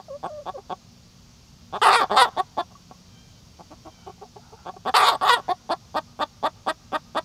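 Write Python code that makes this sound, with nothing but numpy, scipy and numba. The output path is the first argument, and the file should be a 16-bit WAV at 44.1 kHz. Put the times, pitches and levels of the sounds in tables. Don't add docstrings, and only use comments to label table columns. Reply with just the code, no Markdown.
import sys
import numpy as np
from scipy import signal
from scipy.io import wavfile
from scipy.ndimage import uniform_filter1d
from numba import njit

SR = 44100
rng = np.random.default_rng(int(sys.argv[2]) if len(sys.argv) > 2 else 0)


def linear_from_db(decibels):
    return 10 ** (np.asarray(decibels, float) / 20)


def output_pcm(signal):
    pcm = np.clip(np.atleast_2d(signal).T, -1, 1) * 32767
    wavfile.write(sys.argv[1], SR, np.round(pcm).astype(np.int16))


N = 319284
TIME = np.arange(N) / SR


def level(x, db):
    return x * linear_from_db(db) / np.sqrt(np.mean(x ** 2))


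@njit
def svf(x, hz, width):
    y = np.empty(len(x))
    band_state, low_state = 0., 0.
    for i in range(len(x)):
        g, k = np.tan(np.pi * hz[i] / SR), width[i] / hz[i]
        v = (band_state + g * (x[i] - low_state)) / (1 + g * (g + k))
        band_state = 2 * v - band_state
        low_state += 2 * g * v
        y[i] = k * v
    return y


def ring(x, hz, width):
    return svf(x + 1e-18, hz + 0 * TIME, np.maximum(width + 0 * TIME, 5))


def band(hz, width):
    return ring(ring(rng.standard_normal(N), hz, width), hz, width)


def walk(rate):
    hold = int(SR / rate)
    steps = np.repeat(rng.standard_normal(N // hold + 1), hold)
    return uniform_filter1d(uniform_filter1d(steps, hold), hold)[:N]


def yard():
    # frequency in Hz, level in dB per Hz.
    spectrum = [(20, -16.5), (40, -6.5), (100, -1), (190, -7), (290, -19), (900, -22.5), (1200, -23),
                (1700, -30.5), (2300, -27.5), (3600, -25), (6000, -20), (6900, -27.5), (7700, -39),
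                (16000, -38)]
    # hum line in Hz, level in dB.
    hum_lines = [(118.4, -66), (177.6, -60.5), (236.9, -61)]
    hz, db = np.transpose(spectrum)
    rumble, swell = 0, walk(1.0)
    for centre in 25 * 2 ** np.arange(0, 9.4, 1 / 5):
        band_db = np.interp(np.log(centre), np.log(hz), db) + 0.3 * swell + 0.78 * walk(18)
        rumble = rumble + linear_from_db(band_db) * band(centre, centre / 5)
    hum = sum(level(band(line_hz, 8.3), line_db) for line_hz, line_db in hum_lines)
    insects = level(band(4620, 200), -68) * linear_from_db(2.5 * walk(2.3))
    return level(rumble, -49.5) + hum + insects


def far_hens():
    # start in seconds, end in seconds, level in dB.
    spells = [
        (3.917, 4.146, -60.5),
        (4.4, 4.706, -58.5),
    ]
    blur = level(band(850, 220), 0) + level(band(1360, 250), -2.5)
    swell = 0
    for start, end, db in spells:
        share = np.clip((TIME - start) / (end - start), 0, 1)
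        swell = swell + linear_from_db(db) * np.sin(np.pi * share) ** .5
    return blur * swell * linear_from_db(4.2 * walk(25.0))


def song(calls, orders, wobble):
    out = np.zeros(N)
    for call in calls:
        s, hz, db = np.transpose(call)
        pitch_hz = np.interp(TIME, s, hz) * (1 + wobble * walk(73))
        phase = 2 * np.pi * np.cumsum(pitch_hz) / SR
        edge = np.clip(np.minimum(TIME - s[0], s[-1] - TIME) / 0.0019, 0, 1)
        gain = edge * linear_from_db(np.interp(TIME, s, db) + 1.1 * walk(39))
        for k, order_db in orders:
            flicker_db = 3.1 * (k > 1) * walk(45)
            out += np.sqrt(2) * gain * linear_from_db(order_db + flicker_db) * np.sin(k * phase)
    return out


def far_cock():
    # time in seconds, pitch in Hz, level in dB.
    crows = [
        [(3.05, 790, -80), (3.15, 790, -68.5), (3.3, 778, -71), (3.4, 760, -76)],
        [(3.82, 790, -89), (3.95, 776, -68), (4.08, 758, -71), (4.18, 754, -89.5)],
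    ]
    # multiple of the pitch, level in dB.
    orders = [(1, -7), (2, -2), (3, 0), (4, 6.5), (5, -2)]
    return song(crows, orders, wobble=0.0091)


def tail(hz, t60_s, db, delay_s):
    age = TIME[:SR // 2] - delay_s
    fade = band(hz, 3.1 * hz)[:SR // 2] * linear_from_db(-60 * age / t60_s) * (age > 0)
    return linear_from_db(db) * fade / np.sqrt(np.sum(fade ** 2))


def coop(x):
    planks = tail(1085, t60_s=0.06, db=-16.5, delay_s=0.0029)
    fences = tail(1600, t60_s=0.51, db=-44, delay_s=0.11)
    return x + signal.fftconvolve(x, planks + fences)[:N]


def pecks():
    # start in seconds, level in dB, mode in Hz, T60 in ms.
    pips = [
        (2.752, -31.5, 1137, 32),
        (2.947, -43, 1074, 29),
        (4.18, -41, 782, 35),
        (4.25, -35.5, 730, 50),
        (4.392, -38, 702, 41),
        (4.738, -32, 718, 45),
    ]
    out = np.zeros(N)
    for s, db, hz, ms in pips:
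        age = np.maximum(TIME - s, 0)
        attack = np.minimum(age / 0.0041, 1)
        out += linear_from_db(db - 60 * age / (ms / 1000)) * attack * np.sin(2 * np.pi * hz * age)
    return out


def coos():
    # time in seconds, pitch in Hz, level in dB.
    notes_sung = [
        [(0.083, 662, -39), (0.095, 608, -46), (0.109, 548, -32.5), (0.163, 584, -39), (0.185, 579, -81)],
        [(0.272, 673, -42), (0.294, 697, -42), (0.306, 608, -38.5), (0.382, 587, -37), (0.408, 590, -43),
         (0.435, 515, -52)],
        [(0.537, 577, -52), (0.547, 605, -41.5), (0.563, 534, -34), (0.575, 527, -39)],
    ]
    # multiple of the pitch, level in dB.
    orders = [(1, 3.5), (2, -16.5), (3, -32)]
    return song(notes_sung, orders, wobble=0.031)


@njit
def valve(hz, gain, jitter, scatter, weak, chance):
    out = np.zeros(len(hz) + 1)
    phase, k = 1., 0
    for i in range(len(hz)):
        if gain[i] == 0:
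            phase = 1.
            continue
        step = hz[i] * np.exp(jitter[i] * chance[k, 0]) / SR
        phase += step
        if phase >= 1:
            phase, k = phase - 1, k + 1
            size = gain[i] * np.exp(scatter[i] * chance[k, 1]) * (1 - weak[i] * (k % 2))
            early = min(phase / step, 1.)
            out[i] += size * early
            out[i + 1] += size * (1 - early)
    return out[:-1]


def tract(x, modes, beak, count, flicker_db):
    out = 0
    for k, row in enumerate(modes):
        hz, width, db = (shut + (wide - shut) * beak for shut, wide in np.reshape(row, (3, 2)))
        y = x
        for _ in range(count):
            y = ring(y, hz, width)
        gain = linear_from_db(db + flicker_db * walk(40)) * np.sqrt(SR / (2 * np.pi * width))
        out = out + (-1) ** k * gain * y
    return out


def neck(beak):
    # start in seconds, end in seconds, first Hz, last Hz, sinking time in seconds.
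    stretches = [
        (1.803, 2.32, 3015, 1710, .19),
        (4.937, 5.44, 2942, 1774, 0.085),
    ]
    hz, db, dip = 2310 + 0 * TIME, -23.5 + 0 * TIME, 0.31 + 0 * TIME
    shut_db, wide_db = -21.5, -9
    for start, end, first_hz, last_hz, sink_s in stretches:
        on = (TIME >= start) & (TIME < end)
        age = np.maximum(TIME - start, 0)
        hz = np.where(on, last_hz + (first_hz - last_hz) * np.exp(-age / sink_s), hz)
        db = np.where(on, shut_db + (wide_db - shut_db) * beak, db)
        dip = np.where(on, 1.3 * np.minimum(age / .07, 1) * np.exp(-age / .6), dip)
    return hz, db, dip


def voice(calls, chest_db, bright_db, jitter=.26, scatter=0.43, low_rasp_db=-22, high_rasp_db=-10.5):
    # Hz shut, Hz open, width shut in Hz, width open in Hz, dB shut, dB open.
    throat = [(314.5, 658, 500, 490, -7, -5), (790, 760, 81, 174, 0.5, 0), (1111, 1215, 71, 154, -10.5, 3),
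              (1530, 2110, 260, 210, -18, -11.5)]
    # Hz, width in Hz, level in dB, each shut and open.
    palate = [(3436, 3670, 220, 270, -19.5, -9.5)]
    # Hz, width in Hz, level in dB.
    beak_modes = [(4560, 4290, 590, 1400, -35.5, -9), (5000, 4980, 370, 600, -45.5, -24.5),
                  (6900, 6800, 600, 540, -49.5, -23.5), (8300, 7860, 550, 1700, -42.5, -22.5),
                  (10200, 9480, 1000, 2900, -44, -13.5), (12850, 11970, 1500, 2200, -42.5, -24.5),
                  (14586, 13000, 2000, 5000, -44, -24.5)]
    rows = np.vstack(calls)
    s, hz, db, beak, chaos, weak = (np.interp(TIME, rows[:, 0], column) for column in rows.T)
    sounding = sum((TIME >= c[0][0]) & (TIME < c[-1][0]) for c in calls) > 0
    gain = sounding * linear_from_db(db + 5.0) * np.sqrt(SR / hz)
    chance = np.clip(rng.standard_normal((8192, 2)), -2, 1.6)
    pulses = valve(hz, gain, jitter * chaos, scatter * chaos, weak, chance)

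    puff = np.exp(-np.arange(256) / (0.0016 * SR))
    rasp = (.1 + chaos) * np.convolve(pulses, puff)[:N] * rng.standard_normal(N) / 2
    snap = pulses * chaos * .8 * rng.standard_normal(N)
    beak = np.clip(beak, 0, 1)
    low = pulses + linear_from_db(low_rasp_db) * rasp
    high = 1.005 * ring(pulses, 4000., 11000.0) + linear_from_db(high_rasp_db) * rasp

    neck_hz, neck_db, dip = neck(beak)
    gullet = linear_from_db(neck_db + 14.5) * beak * ring(high, neck_hz, 450.)
    out = tract(low, throat, beak, count=1, flicker_db=2.0) + gullet
    out = out - linear_from_db(bright_db) * tract(high, palate, beak, count=1, flicker_db=3.0)
    out = signal.sosfilt(signal.butter(2, 4600, fs=SR, output="sos"), out)
    out = out + linear_from_db(bright_db) * tract(high + snap, beak_modes, beak, count=2, flicker_db=6.0)
    out = out - np.clip(dip, 0, 1) * ring(out, 1.3 * neck_hz, 620.0)
    out = out - 0.65 * ring(out, 6050., 600.)
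    out = out - np.clip(0.97 * chaos * beak, 0, 1) * ring(out, hz, 260.)
    out = out + linear_from_db(chest_db - 18 * chaos * beak) * ring(pulses, hz, 120.)
    return signal.sosfilt(signal.butter(2, 150, "high", fs=SR, output="sos"), out)


def cluck(row, shape, slow_hz, early, chaos, weak):
    s, ms, top_hz, db, beak = row
    share, shape_db = np.transpose(shape)
    early_hz = early * top_hz
    climb_hz = [min(slow_hz, early_hz), min(1.25 * slow_hz, early_hz), early_hz, top_hz, top_hz]
    hz = np.interp(share, [0, .13, .28, .55, 1], climb_hz)
    opening = beak * np.interp(share, [0, .25, .4, .55, .8, 1], [0.069, 0.1, 0.44, 0.99, 0.84, .4])
    settle = np.interp(share, [.3, .6], [1.2, .75])
    return np.column_stack([s + share * ms / 1000, hz, db + shape_db, opening, chaos * settle, weak + 0 * share])


def second_hen():
    # start in seconds, length in ms, top pulse rate in Hz, level in dB, beak opening 0-1.
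    mutters = [(.572, 28, 405, -41.5, 0.3), (2.706, 20, 215, -53.5, .1), (2.907, 14.7, 239, -44, 0.31),
               (3.59, 32.8, 169.6, -43, .05), (3.705, 41, 314.5, -42.5, .1), (3.851, 47, 327, -41.5, 0.036),
               (4.064, 25.8, 399, -39.5, .16), (4.091, 16, 386, -42, .3), (4.2132, 29.6, 430, -41.5, .17),
               (4.3568, 24.5, 424, -43.5, .11), (4.522, 33.3, 453, -45, 0.12), (4.764, 7.2, 365, -39, .21)]
    # share of length 0-1, level in dB.
    shape = [(0, -5), (0.302, 2.5), (.7, -1), (1, -11)]
    calls = [cluck(row, shape, slow_hz=340, early=.96, chaos=.28, weak=.4) for row in mutters]
    return voice(calls, chest_db=11, bright_db=-14)


def squawk(curve):
    # start in seconds, end in seconds, chaos 0-1, weakening of
    spells = [
        (1.845, 1.895, .5, .2),
        (1.89, 1.96, .45, .4),
        (2.14, 2.172, .4, .2),
        (2.165, 2.218, .07, .8),
        (4.96, 5.05, .55, .3),
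        (5.04, 5.12, .3, .4),
        (5.225, 5.298, .5, .4),
    ]
    at, rate, loud = np.transpose(curve)
    s = np.linspace(at[0], at[-1], num=100)
    hz, db = np.interp(s, at, rate), np.interp(s, at, loud)
    late = s > (at[0] + at[-1]) / 2
    steady_chaos, slack_chaos = .04, .5
    chaos = np.where(late, np.interp(hz, [380, 460], [slack_chaos, steady_chaos]), 2 * steady_chaos)
    weak = 0 * s
    for start, end, spell_chaos, spell_weak in spells:
        inside = np.clip(np.minimum(s - start, end - s) / .015 + .5, 0, 1)
        chaos = np.maximum(chaos, inside * spell_chaos)
        weak = np.maximum(weak, inside * spell_weak)
    shut_hz, wide_hz = 40, 530.6
    opening = (hz - shut_hz) / (wide_hz - shut_hz)
    return np.column_stack([s, hz, db, opening, chaos, weak])


def hen():
    # start in seconds, length in ms, top pulse rate in Hz, level in dB, beak opening 0-1.
    clucks = [(-.04, 46, 186, -35.5, 0.24), (0.2297, 42.4, 183, -27.5, 0.07),
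              (.4569, 44.8, 187.4, -29.5, 0.31), (0.6961, 38, 177.5, -28, 0.06),
              (1.726, 52.2, 200, -27, 0.46), (2.3652, 45, 374, -23, 0.61), (2.569, 47.3, 343.1, -24, 0.46),
              (4.6527, 48.8, 187.3, -31.5, 0.21), (4.852, 52.2, 253.5, -23.5, 0.55),
              (5.482, 42.5, 364.4, -23, 0.48), (5.692, 48.3, 343.6, -21.5, 0.56),
              (5.9428, 52, 318, -22.5, 0.65), (6.191, 51.6, 310.5, -22.5, 0.68),
              (6.4277, 53.4, 316.3, -21.5, 0.75), (6.6633, 52.7, 323, -22, 0.83),
              (6.92, 51.8, 311, -23, 0.7), (7.1486, 48.3, 322.6, -22.5, 0.79)]
    # share of length 0-1, level in dB.
    shape = [(0, -12), (.13, -4.5), (0.278, 0.5), (.42, -0.5), (.55, -1.5), (.8, 1.5), (0.921, -2),
             (1, -18.5)]
    # time in seconds, pulse rate in Hz, level in dB.
    bawks = [
        [(1.816, 388, -20.5), (1.825, 426, -16), (1.836, 516.5, -16.5), (1.865, 400.2, -16.5),
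         (1.915, 416, -16.5), (1.96, 492, -14.5), (1.995, 452.6, -21.5), (2.03, 240.6, -21),
         (2.056, 151.3, -36)],
        [(4.94, 397.6, -20), (4.948, 441.7, -16), (4.965, 521.4, -16.5), (4.99, 429.4, -18),
         (5.03, 418.4, -15.5), (5.06, 490.6, -18), (5.092, 488.8, -13), (5.112, 436.3, -24.5),
         (5.162, 189, -28)],
    ]
    # time in seconds, pulse rate in Hz, level in dB.
    gawks = [
        [(2.097, 151.9, -34.5), (2.115, 202, -18.5), (2.155, 225, -23.5), (2.175, 514.5, -12.5),
         (2.205, 533, -13.5), (2.222, 482, -10.5), (2.245, 484.7, -20.5), (2.27, 253, -32), (2.293, 169, -32.5)],
        [(5.212, 229.6, -29.5), (5.235, 359.7, -20.5), (5.275, 445, -21.5), (5.296, 503.4, -15.5),
         (5.32, 474.6, -16), (5.34, 490.1, -11), (5.357, 452.8, -27), (5.38, 301, -31.5), (5.402, 187, -35)],
    ]
    calls = [cluck(row, shape, slow_hz=138, early=.86, chaos=.17, weak=.12) for row in clucks]
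    calls += [squawk(curve) for curve in bawks + gawks]
    return voice(sorted(calls, key=lambda c: c[0, 0]), chest_db=-8.0, bright_db=0)


def scene():
    birds = hen() + second_hen() + coos() + pecks()
    return (coop(birds) + far_cock() + far_hens() + yard())[None]


def band_limit(x):
    return signal.sosfilt(signal.butter(12, 16500, fs=SR, output="sos"), x)


def record(dry):
    rounded = np.tanh(0.54 * dry) / 0.65
    top_cut = signal.ellip(10, .3, 30, 15820, fs=SR, output="sos")
    return band_limit(signal.sosfilt(top_cut, rounded))


dry = scene()
out = record(dry)
output_pcm(out)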